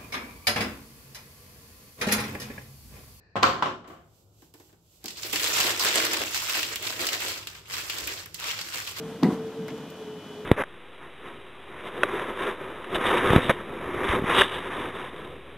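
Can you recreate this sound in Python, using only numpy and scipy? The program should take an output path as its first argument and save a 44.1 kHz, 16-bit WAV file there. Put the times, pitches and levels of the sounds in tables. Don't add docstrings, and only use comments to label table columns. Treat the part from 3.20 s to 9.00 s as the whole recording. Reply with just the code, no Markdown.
import sys
import numpy as np
from scipy import signal
from scipy.fft import rfft, irfft
from scipy.io import wavfile

SR = 44100
rng = np.random.default_rng(int(sys.argv[2]) if len(sys.argv) > 2 else 0)


def to_wav(sig):
    pcm = np.clip(np.atleast_2d(sig), -1, 1) * 32767
    pcm = np.round(pcm).astype(np.int16)
    wavfile.write(sys.argv[1], SR, pcm.T)


N = 255780


def undb(db):
    return 10 ** (np.asarray(db) / 20)


def along(table, hz, column=1):
    table = np.array(table)
    return np.interp(np.log(np.maximum(hz, 1)), np.log(table[:, 0]), table[:, column])


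def colour(x, table, column=1):
    size = 4096
    cepstrum = irfft(along(table, np.fft.rfftfreq(size, 1 / SR), column) * np.log(10) / 20)
    cepstrum[1:size // 2] *= 2
    cepstrum[size // 2 + 1:] = 0
    impulse_response = irfft(np.exp(rfft(cepstrum)))
    return signal.oaconvolve(x, impulse_response[None], axes=1)[:, :N]


def port_noise(size):
    # frequency_hz, correlation
    coherence = [(60, 1), (130, 0.96), (290, 0.91), (640, 0.58), (1410, 0.03), (15000, 0.12)]
    alike = np.clip(along(coherence, np.fft.rfftfreq(size, 1 / SR)), 0, 1)
    mid, side = rfft(rng.standard_normal((2, size))) * np.sqrt([(1 + alike) / 2, (1 - alike) / 2])
    return irfft([mid + side, mid - side], size)


def coloured_noise(spectrum):
    noise = colour(port_noise(N), spectrum)
    return noise / noise.std()


def resonate(x, modes):
    return sum(undb(db) * signal.lfilter(*signal.iirpeak(hz, hz / width_hz, SR), x)
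               for hz, width_hz, db in modes)


def bursts(start_s, level_db, rise_s, fall_s):
    onsets = np.clip((np.atleast_1d(start_s) * SR).astype(int), 0, N - 1)
    power = np.bincount(onsets, np.atleast_1d(undb(level_db)) ** 2, N)
    power = signal.lfilter([1], [1, -np.exp(-2 / (fall_s * SR))], power)
    pole = np.exp(-1 / (rise_s * SR))
    return np.sqrt(signal.lfilter([1 - pole], [1, -pole], power))


def gestures(full_s, held_s, level_db, rise_db_per_s, fall_db_per_s):
    t = np.arange(N)[:, None] / SR
    drop_db = rise_db_per_s * np.maximum(full_s - t, 0) + fall_db_per_s * np.maximum(t - full_s - held_s, 0)
    return np.sqrt(np.sum(10 ** ((level_db - drop_db) / 10), axis=1))


def rumble():
    # time_s, level_db
    swell = [(0, -59.5), (.25, -64), (.62, -57.5), (1.69, -64), (2.4, -48.5), (2.75, -53.5), (5.8, -55)]
    # frequency_hz, gain_db
    spectrum = [(18, -43.5), (30, -11.5), (75, -9.5), (108, -3), (125, -17), (162, -8.5), (221, -25.5),
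                (398, -19.5), (1500, -33.5), (1950, -75.5), (3300, -120)]
    return undb(np.interp(np.arange(N) / SR, *np.transpose(swell))) * coloured_noise(spectrum)


def faint_ring():
    # centre_hz, width_hz, gain_db
    bands = [(1790, 210, -58.5), (2440, 380, -73), (4230, 900, -72)]
    t = np.arange(N) / SR
    ring = resonate(port_noise(N), bands)
    return undb(14.5 - 30 * t) * resonate(ring, [(hz, width_hz, 0) for hz, width_hz, _ in bands])


def knocks():
    # start_s, level_db, relative_crack_db, chatter_s, low_modes_db
    blows = [(0.1562, -16, -30, 0.019, 8), (0.165, -13.5, -22, 0.012, 4), (0.175, -19, -28, 0.0086, -5),
             (0.227, -7, -17.5, 0.079, -1), (0.231, -4, -6.5, 0.0079, -2), (0.239, 0, -20, 0.0033, -2.5),
             (0.424, -2, -26.5, 0.0081, -9.5), (0.431, -15.5, -17, 0.038, -3),
             (0.457, -17, -24, 0.024, 3.5), (0.642, -33, -27, 0.04, -3), (0.699, -38.5, -29.5, 0.066, 9.5)]
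    # pitch_hz, width_hz, gain_db
    body_modes = [(150, 59, -5.5), (286, 250, -1.5), (391, 70, -3), (548, 33, -1), (710, 230, 0),
                  (1072, 220, 9.5), (1290, 153, -8), (2800, 450, -11)]
    body, noise = 0, port_noise(N)
    for start_s, level_db, _, chatter_s, low_modes_db in blows:
        push = bursts(start_s, level_db - 5.5 - 300 * chatter_s, rise_s=0.0001, fall_s=0.00015)
        chatter = bursts(start_s, level_db - 12, rise_s=0.0003, fall_s=max(chatter_s, 0.002)) * noise
        detunings = 1 + 0.018 * rng.standard_normal(len(body_modes))
        modes = [(hz * detuning, width_hz, db + low_modes_db * (hz < 800))
                 for (hz, width_hz, db), detuning in zip(body_modes, detunings)]
        body += resonate(push + chatter, modes)
    body = signal.sosfilt(signal.butter(1, [90, 2200], "band", fs=SR, output="sos"), body)
    start_s, level_db, crack_db = np.transpose(blows)[:3]
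    crack = bursts(start_s, level_db + crack_db + 1.5, rise_s=0.00031, fall_s=0.0023)
    # frequency_hz, gain_db
    spectrum = [(800, -6), (2500, -2.5), (4500, -5.5), (7000, -12.5), (10000, -23.5), (16000, -29)]
    return room(undb(6) * body, wet_db=-5.5) + room(crack * coloured_noise(spectrum), wet_db=-3)


def fingers():
    # frequency_hz, gain_db
    spectrum = [(1500, -17.5), (3000, -4), (7000, 0.5), (12000, 0), (16000, -4.5)]
    # full_s, held_s, level_db, rise_db_per_s
    slides = [(0.679, 0.023, -58.5, 1996.5), (.96, 0.045, -61.5, 81), (1.22, 0.025, -57, 103),
              (1.345, 0.13, -57.5, 1999.5), (1.74, 0.036, -56.5, 86)]
    # start_s, level_db, relative_tick_db
    taps = [(0.676, -36, -20), (1.22, -44.5, -9), (1.339, -41.5, 0), (1.399, -42, -8), (1.492, -50, -23),
            (1.527, -47, -13), (1.843, -31, -18), (2.129, -22, 3)]
    # pitch_hz, width_hz, gain_db
    roll_modes = [(320, 88, 11.5), (804, 270, -0.5), (1490, 170, -7)]
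    hiss = coloured_noise(spectrum)
    slide = gestures(*np.transpose(slides), fall_db_per_s=133) * hiss
    start_s, level_db, tick_db = np.transpose(taps)
    contact = bursts(start_s, level_db + 2.5, rise_s=0.0024, fall_s=0.017) * port_noise(N)
    tick = bursts(start_s, level_db + tick_db - 1, rise_s=0.00025, fall_s=0.0038) * hiss
    return slide + resonate(contact, roll_modes) + tick


def creases(count, scatter_db, rise_s, fall_s):
    when, size = rng.random((count, 2)).T
    envelope = bursts(when * N / SR, -scatter_db * np.log(1.02 - size), rise_s, fall_s)
    return envelope / np.sqrt(np.mean(envelope ** 2))


def paper():
    # full_s, held_s, level_db
    moves = [(1.863, 0.085, -57.5), (1.99, 0.023, -48.5), (2.052, 0.021, -42.5), (2.138, 0.04, -37),
             (2.242, 0.075, -31.5), (2.365, 0.13, -29), (2.618, 0.074, -28.5), (2.754, 0.027, -29.5),
             (2.821, 0.035, -32), (2.928, 0.092, -32.5), (3.069, 0.013, -38.5), (3.147, 0.026, -33),
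             (3.22, 0.033, -39), (3.285, 0.11, -33), (3.449, 0.086, -40), (3.645, 0.078, -38),
             (3.807, 0.033, -32.5), (3.921, 0.027, -36), (4.024, 0.077, -36.5), (4.12, 0.071, -44.5),
             (4.285, 0.09, -52.5), (4.531, 0.055, -37.5), (4.65, 0.053, -45.5), (4.71, 0.12, -41.5),
             (4.892, 0.031, -39), (4.99, 0.0049, -44.5), (5.171, 0.043, -50), (5.245, 0.07, -36.5),
             (5.39, 0.007, -41), (5.461, 0.014, -43.5), (5.544, 0.027, -36.5), (5.661, 0.035, -42.5),
             (5.785, .03, -38.5)]
    # time_s, tilt_db_per_octave, relative_boom_db
    sheet_tone = [(1.85, 0.5, -3), (2.15, 1, -10), (2.45, -3, -8), (3.0, -3.5, -6.5), (3.15, -1, -17.5),
                  (3.45, -2, -11), (3.7, -2.5, -3.5), (4.15, -2.5, -9.5), (4.4, -3, -19.5), (4.8, -1.5, -8),
                  (5.3, -3, -16.5), (5.8, -0.5, -14.5)]
    # frequency_hz, gain_db
    crackle_spectrum = [(300, -8.5), (800, -10), (1500, -3.5), (2600, -2), (3700, -2), (5000, -0.5),
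                        (9000, -3), (16000, -7)]
    # frequency_hz, gain_db
    boom_spectrum = [(80, -56), (200, -10), (330, 2), (560, 0.5), (800, -4.5), (1300, -17), (2500, -33)]
    t = np.arange(N) / SR
    time_s, tilts, boom_db = np.transpose(sheet_tone)
    effort = gestures(*np.transpose(moves), rise_db_per_s=297, fall_db_per_s=191)
    tilt_db_per_octave = np.interp(t, time_s, tilts)
    sheet_noise = coloured_noise(crackle_spectrum)
    whole_sheet = creases(count=1400, scatter_db=2.5, rise_s=0.00025, fall_s=0.00074)
    crackle = 0
    for octave in np.arange(-1.5, 2.5, 1 / 3):
        hz = 3000 * 2 ** octave
        patch = 1.646 * creases(count=500, scatter_db=4, rise_s=0.003, fall_s=0.0099)
        band = resonate(sheet_noise, [(hz, 0.26 * hz, -0.3)])
        crackle += undb(tilt_db_per_octave * octave) * np.hypot(whole_sheet, patch) * band
    bends = creases(count=500, scatter_db=4, rise_s=0.0037, fall_s=0.018)
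    boom = undb(np.interp(t, time_s, boom_db)) * bends * coloured_noise(boom_spectrum)
    return effort * (crackle + boom) + snaps(sheet_noise)


def snaps(sheet_noise):
    # start_s, level_db, pitch_hz, relative_treble_db
    buckles = [(1.8412, -36.5, 5040, 0), (1.8573, -26.5, 5000, -3), (1.8815, -23.5, 5030, -16),
               (1.905, -31, 4300, -9), (1.9707, -31.5, 5030, -16), (2.0312, -23.5, 4520, -20),
               (2.131, -16, 2830, -7), (2.1581, -14, 2700, -19), (2.1963, -17.5, 2370, -20),
               (2.2304, -25, 5300, -16), (2.35, -19.5, 2680, -11), (2.4014, -14.5, 2830, -9),
               (2.469, -17, 2700, -11), (2.595, -19.5, 4670, -5), (2.6476, -16, 1360, -5),
               (2.7563, -18.5, 2380, -6), (2.848, -19, 1240, -7), (2.9337, -17, 2360, -6),
               (3.2944, -21, 2720, -6), (3.4293, -17.5, 2830, -11), (3.5575, -18.5, 3250, -6),
               (3.6252, -29, 3470, 1), (3.6688, -18.5, 3260, -19), (3.8676, -20, 4400, -3),
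               (3.8881, -16.5, 2820, -17), (3.931, -18.5, 4200, -9), (4.0037, -26, 2600, -7),
               (4.2708, -21, 3360, -11), (4.35, -31, 1610, -24), (4.4982, -32, 2010, -19),
               (4.537, -29.5, 2590, -8), (4.6977, -16.5, 2700, -14), (4.7835, -24, 4770, -4),
               (4.8718, -25.5, 2310, -4), (4.8748, -20.5, 2420, -8), (5.0588, -30, 1670, -5),
               (5.144, -26, 5190, -2.5), (5.1991, -26.5, 1610, -4), (5.4116, -22, 4690, -11),
               (5.673, -23, 2920, -12)]
    start_s, level_db, pitch_hz, treble_db = np.transpose(buckles)
    treble = signal.sosfilt(signal.butter(2, 6000, "high", fs=SR, output="sos"), sheet_noise)
    tick = bursts(start_s, level_db + treble_db + 13.5, rise_s=0.00086, fall_s=0.001)
    tick_tail = bursts(start_s, level_db + treble_db - 4, rise_s=0.0022, fall_s=0.0044)
    crack = bursts(start_s, level_db - 6, rise_s=0.00075, fall_s=0.002) * (sheet_noise - treble)
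    shiver = sum(resonate(bursts(s, db, rise_s=0.0047, fall_s=0.0025) * sheet_noise, [(hz, 0.6 * hz, 3)])
                 for s, db, hz in zip(start_s, level_db, pitch_hz))
    return np.hypot(tick, tick_tail) * treble + crack + shiver


def palm_thump():
    # start_s, pitch_hz, level_db, fall_s
    thump = (4.815, 66, -41, .045)
    start_s, pitch_hz, level_db, fall_s = thump
    envelope = bursts(start_s, level_db, rise_s=0.0064, fall_s=fall_s)
    return envelope * np.sin(2 * np.pi * pitch_hz * np.arange(N) / SR)


def room(x, wet_db):
    # frequency_hz, t60_s
    decay_times = [(150, 0.59), (700, 0.28), (2000, 0.29), (5000, 0.36), (13000, 0.34)]
    t = np.arange(SR // 2) / SR
    noise, tail = port_noise(len(t)), 0
    for hz in 90 * 2. ** np.arange(8):
        octave_band = signal.butter(1, [hz / np.sqrt(2), hz * np.sqrt(2)], "band", fs=SR, output="sos")
        tail += signal.sosfilt(octave_band, noise) * undb(-60 * t / along(decay_times, hz))
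    tail *= 1 - np.exp(-t / 0.014)
    tail /= np.sqrt(np.mean(np.sum(tail ** 2, axis=1)))
    return x + undb(wet_db) * signal.oaconvolve(x[:1], tail, axes=1)[:, :N]


def scene():
    return room(paper() + fingers(), wet_db=-9.5) + knocks() + rumble() + faint_ring() + palm_thump()


def record(dry):
    # frequency_hz, left_db, right_db
    response = [(25.3, -12, -12), (63.5, 1, -2.5), (383, 0.5, 1.5), (1740, -0.5, -2.5), (2670, 1.5, -1),
                (4950, -2, -2.5), (6640, -9.5, -1.5), (7360, -28, 1.5), (8140, -33, 0), (9230, -19.5, -11),
                (10850, -10, -5.5), (11400, -10.5, -2), (15500, -9.5, -1.5)]
    ports = np.vstack([colour(dry[:1], response, column=1), colour(dry[1:], response, column=2)])
    cutoff_hz = 15750
    return signal.sosfilt(signal.ellip(14, 0.2, 70, cutoff_hz, fs=SR, output="sos"), ports)


dry = scene()
out = record(dry)
to_wav(out)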